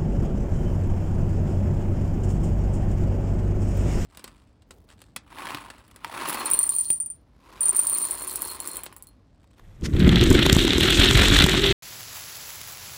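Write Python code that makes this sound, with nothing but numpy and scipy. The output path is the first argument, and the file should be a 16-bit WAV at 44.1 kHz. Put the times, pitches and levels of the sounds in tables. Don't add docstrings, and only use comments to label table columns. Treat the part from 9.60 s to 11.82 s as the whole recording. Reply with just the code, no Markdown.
import sys
import numpy as np
from scipy import signal
from scipy.fft import rfft, irfft
from scipy.io import wavfile
from scipy.ndimage import uniform_filter1d

SR = 44100
rng = np.random.default_rng(int(sys.argv[2]) if len(sys.argv) > 2 else 0)


def bounce(signal):
    frames = np.transpose(np.atleast_2d(signal))
    limited = np.clip(frames, -1, 1)
    pcm = np.round(limited * 32767).astype(np.int16)
    wavfile.write(sys.argv[1], SR, pcm)


N = 98034

# (frequency [Hz], level [dB])
PLASTIC_BODY = [(300, -18.5), (500, -6.5), (1080, -10.5), (1330, -3), (2000, -1), (2500, -5.5), (3300, -21)]
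# (frequency [Hz], level [dB])
PLASTIC_BRIGHT = [(2000, -13), (2700, -2.5), (3380, 2), (3950, -1), (4400, -8.5), (4900, -18),
                  (6000, -18.5)]
# (frequency [Hz], level [dB])
METAL_TICK = [(2820, -29.5), (4800, 1.5), (6800, 4), (8030, 4), (9630, -5), (12000, -4.5), (13000, -11),
              (14100, -3.5), (15500, -17.5)]


def undb(db):
    return 10 ** (np.asarray(db) / 20)


def unit(x):
    return x / np.sqrt(np.mean(x ** 2))


def curve(table, column):
    table = np.array(table, float)
    return np.interp(np.arange(N) / SR, table[:, 0], table[:, column])


def colour(x, points):
    size = 8192
    points = np.array(points, float)
    hz = np.maximum(np.arange(size // 2 + 1) * SR / size, 1)
    level_db = np.interp(np.log(hz), np.log(points[:, 0]), points[:, 1], left=-70, right=-70)
    cepstrum = irfft(level_db * np.log(10) / 20)
    cepstrum[1:size // 2] *= 2
    cepstrum[size // 2 + 1:] = 0
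    response = irfft(np.exp(rfft(cepstrum)))
    return signal.fftconvolve(x, response / np.sqrt(np.sum(response ** 2)))[:N]


def walk(rate):
    hold = int(SR / rate)
    steps = np.repeat(rng.standard_normal(N)[:N // hold + 1], hold)[:N]
    return unit(uniform_filter1d(uniform_filter1d(steps, hold), hold))


def grains(rate, spread_db):
    hit, size, sign = rng.random(N), rng.exponential(size=N), rng.standard_normal(N)
    return (hit < rate / SR) * undb(spread_db * np.minimum(size, 4)) * sign


def wheel_turns():
    # (time [s], nominal rate [turns/s])
    speed = [(.45, 16.26), (.8, 27.6), (1.0, 33.9), (1.3, 42.5), (1.65, 47.3), (1.85, 48), (2.12, 43.4)]
    first_turn = .3
    return first_turn + np.cumsum(curve(speed, 1) * (1 + 0.0041 * walk(15))) / SR


def room_noise():
    # (frequency [Hz], level [dB])
    spectrum = [(15, -38.5), (25, 8.5), (75, -10.5), (109, -2.5), (176, -37), (224, -22), (286, -25),
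                (501, -25.5), (3350, -45), (15000, -55)]
    return unit(colour(rng.standard_normal(N), spectrum)) * undb(-47)


def rumble(turn):
    # (time [s], deep rumble [dB], middle rumble [dB], shell drone [dB])
    levels = [(.17, -55, -57, -78), (.23, -35, -34, -33.5), (.31, -42, -26, -32), (.37, -26, -24, -25.5),
              (.45, -27, -12, -19.5), (.6, -29.5, -18.5, -22.5), (.72, -12.5, -23.5, -14.5),
              (.82, -36, -22.5, -24), (.95, -22, -27, -23), (1.1, -31, -31, -24.5), (1.24, -28.5, -23, -25),
              (1.33, -31, -26.5, -30), (1.4, -24, -30, -22), (1.59, -21, -18, -29), (1.67, -22.5, -29, -25),
              (1.73, -15.5, -22, -23.5), (1.9, -31, -26, -29), (2.12, -31.5, -28.5, -34)]
    # (frequency [Hz], level [dB])
    middle_response = [(40, -0.5), (75, -1), (130, 0), (200, -5), (260, -11.5)]
    # (frequency [Hz], level [dB])
    shell_response = [(110, -35.5), (190, -1.5), (237, -4), (270, 2), (367, -1), (495, -14.5), (900, -41),
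                      (1170, -27)]
    wobble_share, bump_share = 0.98, 0.95
    flicker_db, bump_scatter_db = 1.5, 3

    deep_noise = colour(rng.standard_normal(N), [(26, -29.5), (38, -9), (60, -13), (90, -12)])
    deep = wobble_share * np.sin(2 * np.pi * turn) + unit(deep_noise)
    rough = undb(flicker_db * walk(59.7))
    middle = colour(rng.standard_normal(N) * rough, middle_response)
    new_turn = np.diff(np.floor(turn), prepend=0).clip(0)
    bumps = -unit(new_turn * undb(bump_scatter_db * walk(40.26)))
    shell = colour(unit(grains(2500, 2.3) * rough) + bump_share * bumps, shell_response)
    return sum(unit(x) * undb(curve(levels, k + 1)) for k, x in enumerate((deep, middle, shell)))


def knocks():
    # (time [s], level [dB], treble relative to it [dB], hollow thud relative to it [dB])
    impacts = [(0.211, -53, 2, -9), (0.221, -40, -23, -10), (0.3353, -32, -28, -8),
               (0.3653, -22.5, -23, -29), (0.395, -49, 15, -18), (0.401, -10.5, -29.5, -40),
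               (0.4454, -15, -34, -44.5), (0.4772, -17, -9.5, -35), (0.4916, -7, -22, -36),
               (0.5579, -6, -23, -19), (0.6115, -6, -20.5, -24), (0.6381, -29, 9, -7),
               (0.7023, -27, 9, -25), (0.712, -23, -7, 0), (0.728, -25, 2, -20.5), (0.7506, -7, -22, -34),
               (0.7911, -13, -16.5, -27), (0.829, -8, -20, -26), (0.8634, -7.5, -10.5, -5.5),
               (0.8969, -0.5, -21.5, -21), (0.9276, -3.5, -7.5, -21), (0.9492, -31, 9.5, 4),
               (0.9653, -20.5, 1.5, 5.5), (0.991, -9.5, -16, -32), (1.0505, -10, -15.5, -21),
               (1.073, -16, -16, -25), (1.0785, -10, -16, -12), (1.1054, -9, -22.5, -28),
               (1.1326, -6, -22.5, -36), (1.1812, -13.5, -8.5, -11), (1.208, -8.5, -15, -16),
               (1.2321, -12, -11.5, -30), (1.306, -20, -21, -27), (1.3984, -6, -11, -21.5),
               (1.4458, -8, -13, -15), (1.51, -5, -15.5, -14), (1.532, -25, -3, -15),
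               (1.574, -3.5, -17, -24.5), (1.6191, -2.5, -21, -20.5), (1.6402, -10.5, -14, -9),
               (1.6606, -13, -21.5, -23), (1.6831, -10, -8.5, -14), (1.711, -16, -14.5, -20),
               (1.7469, -5.5, -17.5, -29), (1.769, -21.5, 0.5, -19.5), (1.7888, -3.5, -15.5, -21),
               (1.8219, 1, -18.5, -30), (1.8398, -7.5, -8, -14), (1.863, -19, -2, 1),
               (1.8941, -15, -4.5, -12), (1.94, -22, -10, 2.5), (2.051, -17, -15, -5.5),
               (2.1112, -9, -30.5, -19.5)]
    # (frequency [Hz], level [dB])
    thud_response = [(250, -13.5), (600, 0.5), (1100, 1.5), (1700, -20)]
    rise_ms, fall_ms = .6, 1.66
    snap, thud_push = 1.57, 6.9

    lead = 200
    ms = np.arange(-lead, 600) / SR * 1000
    rise = np.exp((ms - rise_ms) / rise_ms)
    fall = np.exp((rise_ms - ms) / fall_ms)
    shape = np.where(ms < rise_ms, rise, fall)
    peak = np.argmax(shape)
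    plastic, metal, blow = np.zeros((3, N))
    noises = rng.standard_normal((len(impacts), len(ms)))
    for (s, db, treble_db, thud_db), noise in zip(impacts, noises):
        start = int(s * SR) - lead
        burst = unit(noise * shape) * np.sqrt(np.mean(shape ** 2))
        burst[peak] -= snap
        plastic[start:start + len(ms)] += burst * undb(db)
        metal[start:start + len(ms)] += burst * undb(db + treble_db)
        blow[start + peak] -= thud_push * undb(db + thud_db)
    ringing = 0.21 * colour(plastic, PLASTIC_BODY) + 0.43 * colour(plastic, PLASTIC_BRIGHT)
    return ringing + colour(metal, METAL_TICK) + colour(blow, thud_response)


def jolts():
    # (time [s], level [dB], swing frequency [Hz])
    swings = [(0.223, -18, 45), (0.334, -5.5, 69.8), (.394, -6.5, 126), (0.42, -5, 157), (.441, -2.5, 128),
              (.474, -2.5, 139), (0.665, -19, 59), (0.706, -2.5, 88), (0.861, -6, 138), (0.925, 1, 115),
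              (0.9632, -0.5, 149), (1.386, -2.5, 59.72), (1.556, -21, 54.26), (1.712, -8, 64.4),
              (1.8387, 0, 123)]
    width_cycles = 0.27
    out, t = np.zeros(N), np.arange(3000) / SR
    for s, db, hz in swings:
        start = int(s * SR)
        envelope = np.exp(-((hz * t - .55) / width_cycles) ** 2)
        out[start:start + len(t)] += undb(db) * np.sin(2 * np.pi * hz * t) * envelope
    return out


def scuff():
    # (frequency [Hz], level [dB])
    spectrum = [(350, -33), (600, -7), (1150, -1), (2010, 3), (4000, 0), (5500, 2.5), (15500, -22)]
    centre_s, rise_s, fall_s, level_db = 0.2566, 0.016, 0.015, -33.5
    t = np.arange(N) / SR - centre_s
    shape = np.exp(-(t / np.where(t < 0, rise_s, fall_s)) ** 2)
    scrape = grains(7100, 2.8) * undb(1.5 * walk(155.0))
    return unit(colour(scrape, spectrum)) * shape * undb(level_db)


def treble(shared_db):
    ticks_per_s, spread_db, flicker_db, split_hz = 3000, 3, 2.5, 9200

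    def band(kind):
        ticks = grains(ticks_per_s, spread_db) * undb(shared_db + flicker_db * walk(76))
        split = signal.butter(3, split_hz, kind, fs=SR, output="sos")
        return signal.sosfilt(split, colour(ticks, METAL_TICK))

    return unit(band("low") + band("high"))


def wheels(turn):
    # (time [s], low-middle [dB], bright band [dB], treble [dB])
    levels = [(.17, -71.5, -75, -78), (.31, -53.5, -60, -58.5), (.38, -39.5, -42, -53.5),
              (.47, -31, -37, -47.5), (.61, -31, -26, -44), (.66, -32.5, -31, -39),
              (.8, -26.5, -24.5, -40.5), (.95, -31.5, -30, -40), (1.0, -34, -24.5, -37),
              (1.15, -31, -26.5, -40), (1.25, -26, -21.5, -32.5), (1.45, -24.5, -18.5, -31.5),
              (1.65, -23.5, -20, -33), (1.83, -23, -18.5, -31.5), (1.88, -27.5, -24.5, -35),
              (2.12, -29, -23.5, -38)]
    # (time [s], change of level [dB], length [s])
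    joints = [(1.193, -4, 0.028), (1.358, -6.5, 0.031), (1.53, -5.5, 0.037), (1.696, -4, 0.06),
              (1.86, -5.5, .03), (2.015, -5, 0.025)]
    grains_per_s, spread_db = 4500, 2.5
    turn_depth_db, flicker_db, own_flicker_db = 2, 1, 1.5

    t = np.arange(N) / SR
    slack_db = sum(db * np.exp(-.5 * ((t - s) / (length / 2)) ** 2) for s, db, length in joints)
    shared_db = turn_depth_db * np.cos(2 * np.pi * turn) + flicker_db * walk(200)

    def band(response):
        grit = grains(grains_per_s, spread_db) * undb(shared_db + own_flicker_db * walk(160))
        return unit(colour(grit, response))

    body = band(PLASTIC_BODY) * undb(curve(levels, 1) + slack_db)
    bright = band(PLASTIC_BRIGHT) * undb(curve(levels, 2) + slack_db)
    return body + bright + treble(shared_db) * undb(curve(levels, 3))


def hollow(turn):
    # (time [s], frequency [Hz], level [dB])
    resonance = [(.3, 330, -79), (.46, 370, -31.5), (.72, 345, -29), (.9, 385, -27.5), (1.02, 320.2, -37),
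                 (1.15, 335.6, -30.5), (1.3, 380.1, -27.5), (1.47, 375, -27.5), (1.65, 385, -30.5),
                 (1.8, 370, -37), (2.12, 365, -26.5)]
    # (multiple of the turning rate, level relative to the drone before its swell [dB])
    wheel_tones = [(8, -3), (9, -2.5)]
    width_hz, turn_swell_db = 39, 5
    steady = .8
    tones_from_s, tones_rise_s = 0.93, 0.063

    k = int(SR / width_hz)
    a, b = (uniform_filter1d(uniform_filter1d(rng.standard_normal(N), k), k // 2) for _ in range(2))
    phase = 2 * np.pi * np.cumsum(curve(resonance, 1)) / SR
    drone = unit((steady + unit(a)) * np.cos(phase) + unit(b) * np.sin(phase))
    drone = drone * undb(turn_swell_db * np.cos(2 * np.pi * turn))
    tones = sum(undb(db + 2.5 * walk(8.99)) * np.sin(2 * np.pi * order * turn)
                for order, db in wheel_tones)
    fade_in = np.clip((np.arange(N) / SR - tones_from_s) / tones_rise_s, 0, 1)
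    return (drone + np.sqrt(2) * tones * fade_in) * undb(curve(resonance, 2))


def scene():
    turn = wheel_turns()
    rolling = rumble(turn) + wheels(turn) + hollow(turn)
    return (room_noise() + rolling + knocks() + jolts() + scuff())[None]


def record(dry):
    cut_s, top_hz = 2.126, 15300
    rounded = np.tanh(1.15 * dry) / 1.076
    kept = rounded * (np.arange(N) < cut_s * SR)
    return signal.sosfilt(signal.ellip(8, .2, 70, top_hz, fs=SR, output="sos"), kept)


dry = scene()
out = record(dry)
bounce(out)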